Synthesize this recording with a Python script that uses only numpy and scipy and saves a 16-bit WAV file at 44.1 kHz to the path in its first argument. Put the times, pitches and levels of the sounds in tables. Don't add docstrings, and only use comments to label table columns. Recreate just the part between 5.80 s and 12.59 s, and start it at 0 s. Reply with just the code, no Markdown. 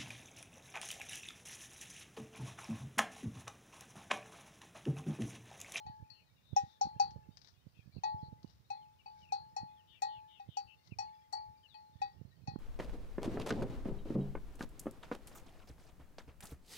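import sys
import numpy as np
from scipy import signal
from scipy.fft import rfft, irfft
from scipy.io import wavfile
from scipy.ndimage import uniform_filter1d, map_coordinates

SR = 44100
rng = np.random.default_rng(int(sys.argv[2]) if len(sys.argv) > 2 else 0)


def to_wav(s):
    ch = np.atleast_2d(s).T
    pcm = np.round(np.clip(ch, -1, 1) * 32767)
    wavfile.write(sys.argv[1], SR, pcm.astype(np.int16))


N = 299439


def bell(rise_s=0.00072, low_rise_s=0.0022, choke_s=0.24, twin_choke_s=0.56, node_floor=0.037,
         knock_s=0.042, clash_s=0.03, tick_s=0.012):
    # (time [s], place on the rim [deg], hum [dB], clank [dB],
    # brightness over the clank [dB], hardness [dB])
    strikes = [(-0.1, 77, -20.5, -44.5, -33, 0), (0.063, 36.5, -31, -53, -11.5, -15),
               (0.3015, 53.4, -54, -45.5, -26, -11.5), (0.7634, 91, -14, -45, 16, -5),
               (1.0112, 9, -18, -39, 3, -11.5), (1.1974, 5.1, -14.5, -31, -6, -9),
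               (2.2352, 37.6, -18.5, -42.5, -2.5, -16), (2.9022, 73.8, -26.5, -46, -10.5, -3),
               (3.2587, 123, -32, -51.5, -20, -6), (3.5209, 10.6, -22, -38, -9, -3),
               (3.7641, 114, -25, -41.5, -1.5, -3.5), (4.2197, 157.5, -19.5, -36, -4.5, 4),
               (4.597, 93, -38.5, -56, -13.5, -5), (4.769, 3.8, -23.5, -38.5, -4.5, -1),
               (5.1858, 117, -24.5, -40, 1, -5), (5.5258, 59, -24.5, -35, -11, 0.5),
               (5.942, 46, -35.5, -52.5, -25, 1), (6.2158, 92, -22.5, -37, -13, -5),
               (6.6737, 100, -32.5, -45, -8, -14)]
    # (frequency [Hz], level [dB], t60 [s], waves around the rim [count], pattern turn [deg])
    modes = [(804.9, 0.0, 0.162, 2.0, 0.0), (854.9, -11.0, 0.76, 2.0, 90.0),
             (1896.5, -10.0, 0.294, 3.0, 114.0), (2533.0, 0.0, 0.135, 7.0, 144.0),
             (3502.0, -17.0, 0.226, 3.0, 90.0), (3915.7, -9.0, 0.219, 3.0, 78.0),
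             (4227.8, -4.0, 0.303, 6.0, 102.0), (4484.5, -2.0, 0.219, 2.0, 84.0),
             (4542.6, -3.0, 0.215, 9.0, 48.0), (5504.0, 0.0, 0.108, 8.0, 54.0),
             (5773.0, -5.0, 0.109, 7.0, 156.0), (5882.0, -3.0, 0.109, 3.0, 30.0),
             (6169.0, 0.0, 0.06, 6.0, 66.0), (6721.0, -4.0, 0.069, 7.0, 30.0),
             (6395.0, -15.0, 0.06, 8.0, 40.0), (7235.0, -3, 0.07, 7.0, 130.0),
             (7391.0, -6, 0.08, 4.0, 70.0), (7558.0, -5, 0.11, 8.0, 10.0), (7773.0, -4, 0.11, 8.0, 100.0),
             (8333.0, -7, 0.06, 5.0, 50.0), (8807.0, -5, 0.06, 9.0, 150.0), (8963.0, -7, 0.06, 9.0, 60.0),
             (9571.0, -8, 0.05, 6.0, 110.0), (10492.0, -14, 0.04, 10.0, 30.0),
             (11552.0, -14, 0.04, 7.0, 80.0), (12220.0, -14, 0.04, 11.0, 140.0),
             (14411.0, -14, 0.03, 12.0, 20.0), (14933.0, -11, 0.03, 12.0, 110.0)]
    hz, mode_db, t60, waves, turn = np.array(modes, float).T[:, :, None]
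    family = np.searchsorted([1200, 4100, 5000, 7000], hz)
    ends = [row[0] for row in strikes[1:]] + [N / SR]
    out = np.zeros(N)
    for (s, place, hum_db, clank_db, bright_db, hard_db), end in zip(strikes, ends):
        t = np.arange(int((end - s + 0.018) * SR)) / SR
        middle_db = (hum_db + clank_db) / 2
        high_db = clank_db + bright_db
        top_db = clank_db - 9.5 + 0.6 * bright_db + hard_db
        family_db = np.array([hum_db, middle_db - 11, clank_db, high_db, top_db])
        shape = np.cos(np.radians(waves * place - turn))
        size = gain_of(family_db[family] + mode_db) * np.copysign(np.hypot(shape, node_floor), shape)
        phase = rng.uniform(0, 2 * np.pi, hz.shape)
        phase[1] = phase[0] - 1.2
        envelope = (1 - np.exp(-t / np.where(family == 0, low_rise_s, rise_s))) ** 2
        envelope *= np.exp(-np.log(1000) * t / t60)
        envelope[:2] *= np.exp(-(t / [[choke_s], [twin_choke_s]]) ** 2)
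        ring = (size * envelope * np.sin(2 * np.pi * hz * t + phase)).sum(0)
        knock, clash, tick = rng.standard_normal((3, len(t)))
        ring += gain_of(middle_db - 12) * band(knock, 820, 1300) * np.exp(-t / knock_s)
        ring += gain_of(high_db - 16) * band(clash, 2400, 7600, order=5) * np.exp(-t / clash_s)
        ring += gain_of(top_db - 8) * band(tick, 6000, 10000, order=4) * np.exp(-t / tick_s)
        ring += gain_of(top_db - 11) * band(tick, 13000, 15400, order=1) * np.exp(-t / tick_s)
        add(out, s, ring * np.clip((t[-1] - t) / 0.0058, 0, 1))
    return out


def swing(x, sway_m=0.075, facing_db=-0.9):
    # (frequency [Hz], level [dB])
    motion = [(.3, -20), (1.2, 0), (2.5, 0), (6, -30), (20, -100), (200, -200)]
    sway, facing = evened(coloured(motion)), evened(coloured(motion))
    delay_samples = sway_m * sway / 343 * SR
    bent = map_coordinates(x, [np.arange(N) - delay_samples], order=3, mode="nearest")
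    return gain_of(facing_db * facing) * bent


def scrub(snap_s=0.005, crackle_per_s=400, idle_db=-82):
    # (time [s], level [dB])
    twigs = [(1.307, -46), (1.571, -38.5), (1.616, -44.5), (1.646, -44.5), (1.673, -44.5), (1.685, -45.5),
             (2.63, -50.5), (5.074, -49)]
    # (time [s], half length [s], level [dB])
    swishes = [(0.89, 0.059, -68.5), (1.663, 0.071, -68.5), (2.0, 0.065, -83), (2.706, 0.051, -68),
               (3.41, 0.048, -69.5), (5.064, 0.027, -66)]
    snaps = np.zeros(N)
    burst = np.exp(-np.arange(2000) / SR / snap_s)
    for s, db in twigs:
        add(snaps, s, gain_of(db) * burst * rng.standard_normal(len(burst)))
    stems = rng.standard_normal(N) * (rng.random(N) < crackle_per_s / SR)
    stems += 0.096 * rng.standard_normal(N)
    push = gain_of(idle_db) + swells(swishes)
    crackle = snaps + 2 * push * evened(stems)
    return band(crackle, 3600, 5800, order=3) + gain_of(-7) * band(crackle, 600, 1900)


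def hand(swell_cycles=0.22, fall_cycles=0.66, sag=0.43, rub_s=0.024, slips_per_s=14, slip_hz=139):
    # (time [s], level [dB], pitch [Hz])
    bumps = [(0.071, -43, 123), (0.099, -39.5, 153), (0.203, -45, 115), (0.227, -40, 125),
             (0.732, -30, 147.4), (0.837, -36.5, 146), (1.056, -35, 168.4), (1.07, -37.5, 251),
             (1.164, -39, 163), (1.362, -32, 139.3), (1.49, -39, 189.5), (1.869, -40.5, 167.5),
             (1.992, -43, 133), (2.077, -42, 144), (2.167, -32.5, 163), (2.184, -35.5, 155),
             (2.346, -32.5, 138), (2.431, -32.5, 151), (2.528, -36, 162), (2.646, -33.5, 237),
             (3.833, -37, 183), (4.69, -35.5, 157), (5.122, -34, 160), (6.158, -42, 125), (6.415, -35, 166),
             (6.453, -37, 126), (6.682, -30, 169), (6.76, -26.5, 275)]
    # (time [s], level [dB])
    grip_levels = [(0.0, -76), (0.38, -73), (0.53, -73), (1.09, -80), (1.23, -57.5), (1.66, -71),
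                   (2.12, -72.5), (2.34, -62.5), (3.18, -75.5), (3.57, -66), (4.05, -76), (4.25, -76),
                   (4.78, -86.5), (5.2, -64), (5.39, -79), (6.11, -74.5), (6.26, -61.5), (6.79, -63.5)]
    # (frequency [Hz], level [dB])
    rumble_colour = [(20, -39), (50, -3.5), (90, 3), (150, 0), (250, -18), (400, -19.5), (700, -25.5),
                     (1500, -40.5), (8000, -91)]
    out, lead_s, clock = np.zeros(N), 0.015, np.arange(N) / SR
    t = np.arange(SR // 14) / SR - lead_s
    grip = gain_of(np.interp(clock, *np.transpose(grip_levels)) + 3)
    skin = sum(gain_of(db - 20.5) * np.exp(-abs(clock - s) / rub_s) for s, db, _ in bumps)
    rub = np.hypot(grip, skin)
    lumps = evened(band(rng.standard_normal(N), 9, 9.7))
    rumble = rub * evened(coloured(rumble_colour) * gain_of(5 * np.tanh(lumps)))
    slips = []
    for i in np.flatnonzero(rng.random(N) < slips_per_s / SR):
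        slip_db = 20 * np.log10(rub[i]) + 9.5 + 3 * rng.standard_normal()
        slips.append((clock[i], slip_db, slip_hz * rng.uniform(.8, 1.25)))
    for s, db, hz in bumps + slips:
        cycles = hz * t
        swell = np.exp(-(cycles / swell_cycles) ** 2 / 2)
        envelope = np.where(t < 0, swell, 1 / np.cosh(cycles / fall_cycles))
        turns = np.cumsum(hz * (1 - sag * np.tanh(cycles))) / SR
        friction = evened(band(rng.standard_normal(len(t)), 1.6 * hz, 3.82 * hz, order=3))
        scuff = gain_of(0.57 * db - 1) * friction * envelope ** 2
        thud = envelope * np.sin(2 * np.pi * (turns + rng.random()))
        add(out, s - lead_s, gain_of(db) * (thud + scuff))
    return out + rumble


def birds(trill_hz=86, pulsing=0.26, gap_s=0.065, fall_octaves_per_s=6.2):
    # (time [s], notes [count], note length [s], pitch [Hz], droop [share],
    # trill depth [Hz], level [dB])
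    phrases = [(0.324, 1, 0.12, 2910, 0.2, 202, -67), (0.631, 2, 0.15, 3820, 0.1, 221, -66),
               (1.939, 1, 0.094, 2644, 0.12, 119, -66.5), (2.118, 3, 0.082, 4375, 0.019, 268, -63.5),
               (4.069, 4, .138, 3390, 0.24, 388, -59.5), (4.868, 1, 0.089, 2818, 0.0057, 246, -58)]
    # (time [s], length [s], starting pitch [Hz], level [dB])
    whistles = [(2.162, 0.041, 2880, -69.5), (3.013, 0.032, 3260, -68.5), (3.185, 0.037, 3050, -64),
                (3.409, 0.066, 3220, -62), (3.471, 0.062, 2880, -61), (3.96, 0.058, 3580, -66.5),
                (5.107, 0.041, 2825, -56), (5.829, 0.045, 3265, -58.5), (5.875, 0.089, 4396, -59.5)]
    out = np.zeros(N)
    for s, count, length, pitch, droop, depth, db in phrases:
        t = np.arange(int(length * SR)) / SR
        for k in range(count):
            trill = np.sin(2 * np.pi * (trill_hz * t + rng.random()))
            hz = pitch * (1 - droop * (t / length) ** 3) + depth * trill
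            add(out, s + k * (length + gap_s), gain_of(db) * (1 - pulsing * trill) * note(hz))
    for s, length, start_hz, db in whistles:
        t = np.arange(int(length * SR)) / SR
        add(out, s, gain_of(db) * note(start_hz * 2 ** (-fall_octaves_per_s * t)))
    return out


def note(hz, waver=0.018, softness=0.72):
    hz = hz * (1 + waver * evened(uniform_filter1d(rng.standard_normal(len(hz)), 120)))
    envelope = abs(np.sin(np.linspace(0, np.pi, len(hz)))) ** softness
    return envelope * np.sin(2 * np.pi * np.cumsum(hz) / SR)


def chatter(quietest_db=-79.25, range_db=7, count=260):
    out = np.zeros(N)
    for when, length, pitch, slur, loud in rng.random((count, 5)):
        t = np.arange(int((0.017 + 0.032 * length) * SR)) / SR
        hz = 1650 * 3 ** pitch * (1 + (.15 - 0.29 * slur) * t / t[-1])
        whistle = np.hanning(len(t)) * np.sin(2 * np.pi * np.cumsum(hz) / SR)
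        add(out, when * N / SR, gain_of(quietest_db + range_db * loud) * whistle)
    return out


def breeze(calm_db=-79.5, flutter_db=3):
    # (time [s], half length [s], level [dB])
    gusts = [(2.7, 0.11, -71), (3.55, 0.48, -75), (4.35, 0.14, -71), (4.87, 0.043, -65.5),
             (5.68, 0.079, -60.5)]
    flutter = evened(band(rng.standard_normal(N), 1.0, 5.3, order=1))
    buffeting = evened(band(rng.standard_normal(N), 62, 130) * gain_of(flutter_db * flutter))
    return (gain_of(calm_db) + swells(gusts)) * buffeting


def hiss():
    # (frequency [Hz], density [dB per Hz])
    floor = [(20, -116), (100, -103), (200, -105), (350, -111), (1000, -114), (2000, -117), (5500, -121),
             (8000, -127), (14000, -127), (15200, -118)]
    return np.sqrt(SR / 2) * np.array([coloured(floor), coloured(floor)])


def scatter(x, wet_db, t60, echoes_per_s=2000):
    t = np.arange(SR // 3) / SR
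    taps = rng.standard_normal(len(t)) * (rng.random(len(t)) < echoes_per_s / SR) * (t > .004)
    taps *= np.exp(-np.log(1000) * t / t60)
    return x + gain_of(wet_db) * signal.oaconvolve(x, taps / np.linalg.norm(taps))[:N]


def microphones(x):
    # (frequency [Hz], level [dB], phase lag [rad])
    covered = [(100, -2, 0), (780, -3.7, 2.2), (880, -3.9, 2.25), (1900, -10, 4.7), (2500, -35, 5),
               (5000, -40, 5), (15000, -35, 5)]
    hz = np.fft.rfftfreq(N, 1 / SR)
    response = gain_of(read(covered, hz)) * np.exp(-1j * read(covered, hz, column=2))
    return np.array([x, irfft(rfft(x) * response, N)])


def gain_of(db):
    return 10 ** (np.asarray(db) / 20)


def evened(x):
    return x / np.sqrt(np.mean(x ** 2) + 1e-20)


def read(points, hz, column=1):
    table = np.array(points, float)
    return np.interp(np.log(hz + 1), np.log(table[:, 0] + 1), table[:, column])


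def coloured(points):
    return irfft(rfft(rng.standard_normal(N)) * gain_of(read(points, np.fft.rfftfreq(N, 1 / SR))), N)


def band(x, low_hz, high_hz, order=2):
    return signal.sosfilt(signal.butter(order, [low_hz, high_hz], "band", fs=SR, output="sos"), x)


def swells(table):
    t = np.arange(N) / SR
    return sum(gain_of(db) * np.exp(-((t - s) / half) ** 2) for s, half, db in table)


def add(mix, s, sound):
    start = round(s * SR)
    sound = sound[max(-start, 0):]
    part = mix[max(start, 0):][:len(sound)]
    part += sound[:len(part)]


def scene():
    near = scatter(swing(bell()), wet_db=-25, t60=0.2)
    far = scatter(birds(), wet_db=-4.5, t60=0.027)
    far += scatter(chatter(), wet_db=1.0, t60=0.3)
    far += scatter(scrub(), wet_db=-7, t60=0.11)
    noise_floor = hiss()
    fingers = band(hand(), 33, 1400, order=1) * gain_of([[-32], [0]])
    wind = breeze() * gain_of([[0], [-18]])
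    return microphones(near + far) + fingers + wind + noise_floor


def record(dry, edge_hz=15600):
    low_pass = signal.firwin(511, edge_hz, window=("kaiser", 9), fs=SR)
    return signal.oaconvolve(dry, low_pass[None], "same")


dry = scene()
out = record(dry)
to_wav(out)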